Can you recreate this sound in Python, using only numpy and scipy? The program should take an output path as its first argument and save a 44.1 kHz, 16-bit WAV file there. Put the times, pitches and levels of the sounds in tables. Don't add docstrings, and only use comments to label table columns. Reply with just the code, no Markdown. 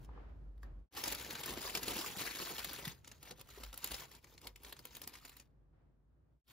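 import sys
import numpy as np
from scipy import signal
from scipy.fft import rfft, irfft, next_fast_len
from scipy.io import wavfile
from scipy.ndimage import uniform_filter1d, map_coordinates

SR = 44100
rng = np.random.default_rng(int(sys.argv[2]) if len(sys.argv) > 2 else 0)


def wav_out(sig):
    wavfile.write(sys.argv[1], SR, np.round(np.clip(np.atleast_2d(sig).T, -1, 1) * 32767).astype(np.int16))


N = 287513

# frequency in Hz, relative level in dB.
CRACKLE_COLOUR = [(400, -31.5), (1000, -4), (2000, -1.5), (4500, -1), (6000, -6), (8000, -3), (11500, -6.5),
                  (14500, -7)]
# frequency in Hz, relative level in dB.
BODY_COLOUR = [(35, -22.5), (70, 0.5), (120, 0), (330, 4), (520, 2), (620, -3), (950, 0), (2000, -21)]
# middle in seconds, silence on each side of it in seconds.
DIPS = [(0.898, 0.0087), (6.428, 0.0078)]


def amp(db):
    return 10 ** (np.asarray(db) / 20)


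def unit(x):
    return x / np.sqrt(np.mean(x ** 2) + 1e-20)


def even(x):
    return x / np.sqrt(abs(uniform_filter1d(x ** 2, size=300)) + 1e-20)


def along(points, hz):
    f, v = np.transpose(points)
    return np.interp(np.log(hz + 1), np.log(f + 1), v)


def curves(rows):
    s, *cols = np.transpose(rows)
    return [np.interp(np.arange(N) / SR, s, c) for c in cols]


def wobble(rate):
    knots = rng.standard_normal(int(N * rate / SR) + 4)
    return map_coordinates(knots, [np.arange(N) * rate / SR])


def filtered(x, response):
    m = next_fast_len(N + SR // 2)
    spectrum = rfft(x, m) * response(np.fft.rfftfreq(m, 1 / SR))
    return irfft(spectrum, m)[..., :N]


def noise(colour, patchy_db):
    z = signal.stft(rng.standard_normal(N), nperseg=256)[2]
    field = rng.standard_normal(z.shape)
    field = uniform_filter1d(field, size=7, axis=0)
    field = uniform_filter1d(field, size=5, axis=1)
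    patchy = signal.istft(z * amp(patchy_db * unit(field)), nperseg=256)[1][:N]
    return unit(filtered(patchy, lambda hz: amp(along(colour, hz))))


def diffuse(colour):
    # frequency in Hz, likeness of the two ports from 0 to 1.
    likeness = [(60, 1), (300, 0.3), (1400, 0)]

    def mid_side(hz):
        turn = np.arccos(np.clip(along(likeness, hz), -1, 1)) / 2
        return amp(along(colour, hz)) * [np.cos(turn), np.sin(turn)]

    mid, side = filtered(rng.standard_normal((2, N)), mid_side)
    return unit(np.array([mid + side, mid - side]))


def bursts(blows, rise, t60):
    peak_s = 0.0012
    t = np.arange(-SR // 8, SR // 8) / SR - peak_s
    shape = amp(-60 * np.maximum(-t / rise, t / t60))
    return signal.fftconvolve(blows, shape, mode="same")


def swells(rows, rise_db_per_s, fall_db_per_s):
    t = np.arange(0, N, 32) / SR
    power = 0
    for s, held, db in rows:
        before, after = np.maximum(s - t, 0), np.maximum(t - s - abs(held), 0)
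        power = power + amp(db - rise_db_per_s * before - fall_db_per_s * after) ** 2
    return np.interp(np.arange(N) / SR, t, np.sqrt(power))


def pings(s, db, hz, cycles):
    k = np.arange(SR // 30)
    turns = np.outer(hz, k / SR)
    decay = amp(np.asarray(db)[:, None] - 60 * turns / cycles)
    rings = decay * (1 - np.exp(-2 * turns)) * np.sin(2 * np.pi * turns)
    places = np.round(np.asarray(s) * SR).astype(int)[:, None] + k
    return np.bincount(places.ravel(), rings.ravel(), N + SR)[:N]


def rustle():
    # time in seconds, body level in dB against the crackle.
    flap = [(1, -4), (2.8, -8.5), (3.2, -4.5), (3.9, -9), (4.3, 0.5), (5.2, -8.5)]
    folds_db = -10
    buckles = unit(crackle(rate=380, spread_db=3.0, clump_db=1.0))
    bright_envelope = 0.59 * buckles + 0.6 * amp(1.5 * wobble(60))
    bright = unit(bright_envelope * noise(CRACKLE_COLOUR, patchy_db=2.5))
    body_envelope = 0.38 * buckles + 0.55 * amp(2.6 * wobble(25))
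    body = unit(body_envelope * noise(BODY_COLOUR, patchy_db=3.0))
    return handling() * (bright + amp(folds_db) * folds() + amp(curves(flap)[0]) * body)


def handling():
    # start in seconds, held time in seconds, gain in dB.
    moves = [(0, 0.039, -76.5), (0, .85, -97.5), (.636, 0.0088, -83.5), (.96, 1.91, -51.5),
             (0.968, 0.01, -46.5), (1.07, 0.025, -53), (1.489, 0.008, -44.5), (1.62, 0.071, -46.5),
             (1.895, 0.17, -45.5), (2.191, 0.097, -46.5), (2.39, 0.12, -49), (2.89, 0.014, -57.5),
             (2.95, 0.029, -72.5), (3.07, 0.084, -69.5), (3.267, 0.025, -57.5), (3.39, 0.011, -65.5),
             (3.504, 0.18, -61.5), (3.75, 0.084, -65.5), (3.83, 0.19, -54.5), (3.905, 0.027, -51.5),
             (4.09, 0.066, -63), (4.25, 0.09, -69.5), (4.442, 0.028, -62.5), (4.65, 0.065, -61),
             (4.77, 0.17, -70.5), (4.92, 0.072, -64), (5.02, 0.036, -64.5), (5.14, 0.032, -61.5),
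             (5.23, 0.036, -63.5), (5.33, 0.081, -67.5), (6.5, .03, -65)]
    grip_db_per_s, let_go_db_per_s = 261.5, 321.5
    turnover = DIPS[0][0]
    first = [row for row in moves if row[0] < turnover]
    later = [row for row in moves if row[0] >= turnover]
    first_gain = swells(first, grip_db_per_s, let_go_db_per_s)
    later_gain = swells(later, grip_db_per_s, let_go_db_per_s)
    return np.where(np.arange(N) / SR < turnover, first_gain, later_gain)


def crackle(rate, spread_db, clump_db):
    draw = rng.random((2, N))
    odds = rate / SR * amp(clump_db * wobble(35))
    blows = (draw[0] < odds) * amp(-spread_db * np.log(draw[1] + 0.007))
    return bursts(blows, rise=0.006, t60=0.014)


def folds():
    folds_per_s, middle_hz, spread_octaves = 220, 2970, 0.891
    draw = rng.random((2500, 2))
    s = np.cumsum(-np.log(1 - draw[:, 0])) / folds_per_s
    hz = middle_hz * 2 ** (spread_octaves * rng.standard_normal(len(s)))
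    hz = np.clip(hz, 700, 12000)
    db = -3 * np.log(draw[:, 1] + 0.044)
    keep = s < N / SR
    return unit(pings(s[keep], db[keep], hz[keep], cycles=30))


def snaps():
    # start in seconds, crack level in dB, air in dB against the crack before the air's own lift.
    creases = [(0.0458, -62, -4), (.578, -77.5, 0), (0.6298, -63, -0.5), (0.949, -51.5, 0.5),
               (1.0382, -33, 0), (1.059, -38, -12), (1.0782, -35, -0.5), (1.101, -45.5, -1),
               (1.115, -43, 4), (1.123, -37.5, 3.5), (1.148, -40, 1.5), (1.186, -46, -5), (1.197, -45, -3),
               (1.246, -44.5, -7), (1.3067, -40.5, -3), (1.319, -48, 5), (1.352, -39, -15), (1.41, -56, 10),
               (1.4342, -41.5, -9), (1.459, -46.5, 11.5), (1.5818, -45, -1.5), (1.7501, -32.5, -3.5),
               (1.762, -41, -3.5), (1.7726, -37.5, -1), (1.8304, -36.5, -1.5), (1.8803, -31.5, -3),
               (1.9074, -40, -4), (1.935, -46, 0), (1.955, -46.5, -16), (1.967, -42.5, 2.5),
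               (1.989, -38, -7), (2.011, -37, 1), (2.0615, -45, -17), (2.0774, -48.5, -9), (2.109, -46, -2),
               (2.194, -44, -5.5), (2.214, -40.5, -3), (2.2638, -40, -7), (2.2997, -49.5, -2),
               (2.358, -46.5, 2.5), (2.3999, -44, -3), (2.4294, -45.5, -1), (2.4503, -56, 0.5),
               (2.4818, -50, -7), (2.4954, -43, -4.5), (2.5819, -40, 0), (2.592, -43.5, -1),
               (2.6449, -36.5, 1.5), (2.7318, -48.5, 10), (2.851, -41, -1.5), (2.878, -41, 3),
               (3.0451, -55, -27), (3.076, -49, -4), (3.1155, -51, -12), (3.2276, -54, 5), (3.309, -44, -7),
               (3.395, -53, -7), (3.412, -53, 1), (3.5023, -58, 0), (3.6351, -42.5, -4), (3.729, -50, -6.5),
               (3.741, -48.5, 0.5), (3.7757, -48, 8), (3.843, -36.5, 4.5), (3.8736, -45, 0),
               (3.9145, -42.5, -6.5), (3.9424, -40, -6), (3.997, -46.5, -1.5), (4.1148, -56, -2),
               (4.1504, -54, -19), (4.2432, -56, -5), (4.378, -56.5, -19), (4.415, -57.5, -3),
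               (4.4704, -45, -1.5), (4.5593, -52.5, 0.5), (4.634, -66, 17), (4.647, -49.5, -25),
               (4.725, -46.5, 1), (4.7653, -54.5, -13), (4.791, -52, -3), (4.8524, -46, 2.5),
               (4.9505, -48, -3), (4.9674, -50, 8), (5.0163, -47, 4), (5.038, -47, -11), (5.074, -43.5, 6),
               (5.094, -57, 0), (5.134, -57, -17), (5.153, -51, -12), (5.185, -61, -2), (5.2499, -47.5, 1),
               (5.28, -59, 2), (5.294, -56.5, 3.5), (5.3664, -59.5, 8), (5.3984, -53, -8)]
    # frequency in Hz, relative level in dB.
    air_colour = [(5000, -36), (9000, -2.5), (11000, -0.5), (15000, -2.5)]
    after_s, after_db = 0.018, -13.5
    air_lift_db, body_db = 1.5, -14.5
    blows = np.zeros((2, N))
    for (s, db, air_db), late in zip(creases, rng.random(len(creases))):
        for delay, drop_db in ((0, 0), (after_s * late, after_db)):
            blows[:, round((s + delay) * SR)] += amp(np.array([db, db + air_db]) + drop_db)
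    ragged = unit(amp(2.4 * wobble(900)))
    crack_colour = CRACKLE_COLOUR[:5] + [(9000, -0.5), (12000, -20.5)]
    crack = bursts(blows[0], rise=0.0096, t60=0.025) * even(noise(crack_colour, patchy_db=3.2))
    air = bursts(blows[1], rise=0.003, t60=0.016) * even(noise(air_colour, patchy_db=2.0))
    body = bursts(blows[0], rise=0.035, t60=0.055) * noise(BODY_COLOUR, patchy_db=3.0)
    return ragged * (crack + amp(air_lift_db) * air) + amp(body_db) * body


def pops():
    # start in seconds, level of each ring in dB, central pitch in Hz.
    panels = [(.09, -56, 855), (.175, -57, 1040), (.631, -52, 1414), (.972, -43.5, 1180), (3.228, -63, 660),
              (3.275, -60.5, 487), (3.29, -71, 880), (3.308, -53, 666), (3.383, -62.5, 597),
              (3.582, -52.5, 730)]
    s, db, hz = np.repeat(panels, 3, axis=0).T
    draw = rng.standard_normal((len(s), 2))
    return pings(s + 0.0016 * abs(draw[:, 0]), db, hz * (1 + 0.19 * draw[:, 1]), cycles=34)


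def thumps():
    # start in seconds, level in dB before the lift,
    # pitch it settles to in Hz, starting pitch as a multiple of that.
    set_downs = [(1.508, -43, 343, 1.2), (1.992, -35, 303, 1.2), (2.871, -35.5, 100.5, 2.4),
                 (3.575, -40.5, 337, 1.3)]
    lift_db = 4.5
    out, t = np.zeros(N + SR), np.arange(SR // 5) / SR
    for s, db, hz, start in set_downs:
        cycles = np.cumsum(hz * (1 + (start - 1) * np.exp(-t / 0.00776))) / SR
        decay = amp(db + lift_db - 60 * cycles / 8)
        attack = 1 - np.exp(-t / 0.003)
        out[round(s * SR):][:len(t)] += decay * attack * np.sin(2 * np.pi * cycles)
    return out[:N]


def walls(x):
    # frequency in Hz, room decay by 60 dB in seconds (the second tail takes half).
    decay_times = [(100, 0.3), (1000, 0.17), (8000, 0.05)]
    out, step = np.zeros((2, N + SR)), SR // 5
    for start in range(0, N, step):
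        hz, t, z = signal.stft(rng.standard_normal((2, SR // 5)), SR, nperseg=128)
        t60 = along(decay_times, hz)[:, None] * [[[1]], [[.5]]]
        tail = signal.istft(z * amp(-60 * t / t60), SR, nperseg=128)[1]
        tail = tail / np.linalg.norm(tail, axis=1, keepdims=True)
        echo = signal.fftconvolve(x[None, start:start + step], tail, axes=1)
        out[:, start:start + echo.shape[1]] += echo
    return out[:, :N]


def ports(pair):
    # frequency in Hz, left over right in dB.
    louder_left = [(380, -0.5), (700, 1.5), (5500, 2.5), (9000, 0)]
    # frequency in Hz, phase by which the left port leads in radians.
    phase_lead = [(2000, .1), (3400, .8), (4800, .7), (5500, 0), (6200, -1.3), (6900, -1.5), (7600, -2.6),
                  (8400, -3.14), (11700, -5.1), (13100, -6.2), (16400, -6.3)]
    side = np.array([[.5], [-.5]])

    def response(hz):
        return amp(side * along(louder_left, hz)) * np.exp(1j * side * along(phase_lead, hz))

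    return filtered(pair, response)


def desk():
    # start in seconds, held time in seconds, gain in dB.
    hum_and_jolts = [(0, .83, -51.5), (1.1, 0.11, -58), (1.51, .01, -57), (1.66, 0.13, -65),
                     (1.89, .01, -59), (2.28, .01, -60), (2.64, 0.023, -59), (2.885, 0.0076, -60),
                     (3.63, 0.067, -51), (3.92, .03, -54.5), (4.5, 0.0091, -62.5), (4.66, 0.03, -62.5)]
    # frequency in Hz, relative level in dB.
    rumble_colour = [(20, -39.5), (40, -18.5), (54, 6), (70, 5.5), (110, -64.5)]
    idle_db = -71
    hz = 53 * (1 + 0.11 * wobble(9.7))
    tone = np.sqrt(2) * np.sin(2 * np.pi * np.cumsum(hz) / SR) * amp(1.6 * wobble(3.2))
    level = swells(hum_and_jolts, rise_db_per_s=201.5, fall_db_per_s=202.5)
    return np.hypot(amp(idle_db), level) * (0.85 * tone + 0.35 * diffuse(rumble_colour))


def room_tone():
    # time in seconds, level in dB.
    hush_level = [(0, -58.5), (.88, -65), (.92, -65.5), (6.52, -72.5)]
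    # start in seconds, held time in seconds, gain in dB.
    dull_swells = [(0, .005, -69), (.088, 0.093, -62.5), (.2, 0.092, -65.5), (.632, 0.024, -64),
                   (5.735, .08, -80.5)]
    # frequency in Hz, relative level in dB.
    hush_colour = [(35, -26), (60, -6.5), (81, -7.5), (151, -7.5), (178, -18), (263, -17.5), (1600, -38),
                   (2200, -46), (15000, -70)]
    dull_colour = [(120, -12.5), (220, 3), (1500, -10.5), (2300, -18.5), (5000, -33), (15000, -72)]
    dull = swells(dull_swells, rise_db_per_s=1504, fall_db_per_s=127) * amp(1.5 * wobble(25))
    hush = amp(curves(hush_level)[0] + 1.5 * wobble(7))
    return hush * diffuse(hush_colour) + dull * diffuse(dull_colour)


def fades():
    fade_out_s, fade_in_s, fade_power = 0.087, 0.081, 1.35
    t = np.arange(N) / SR
    gain = np.ones(N)
    for s, dead in DIPS:
        down, up = (s - dead - t) / fade_out_s, (t - s - dead) / fade_in_s
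        gain *= np.clip(np.maximum(down, up), 0, 1)
    return gain ** fade_power


def scene():
    # frequency in Hz, level in dB.
    scatter = [(100, -13.5), (300, -18), (700, -9), (4100, -9), (5500, -3), (7200, -1), (8500, -17.5),
               (11000, -7), (14000, -19.5)]
    near = rustle() + snaps() + pops() + thumps()
    shared, apart = walls(near)
    apart = filtered(apart, lambda hz: amp(along(scatter, hz)))
    return ports(near + amp(-13.5) * shared + [apart, -apart]) + desk() + room_tone()


def record(dry):
    roll_hz, top_hz = 15750, 16650
    edges = [roll_hz - 120, roll_hz + 120, top_hz - 150, top_hz + 150]
    return filtered(dry * fades(), lambda hz: amp(np.interp(hz, edges, [1, -29, -29.5, -100])))


dry = scene()
out = record(dry)
wav_out(out)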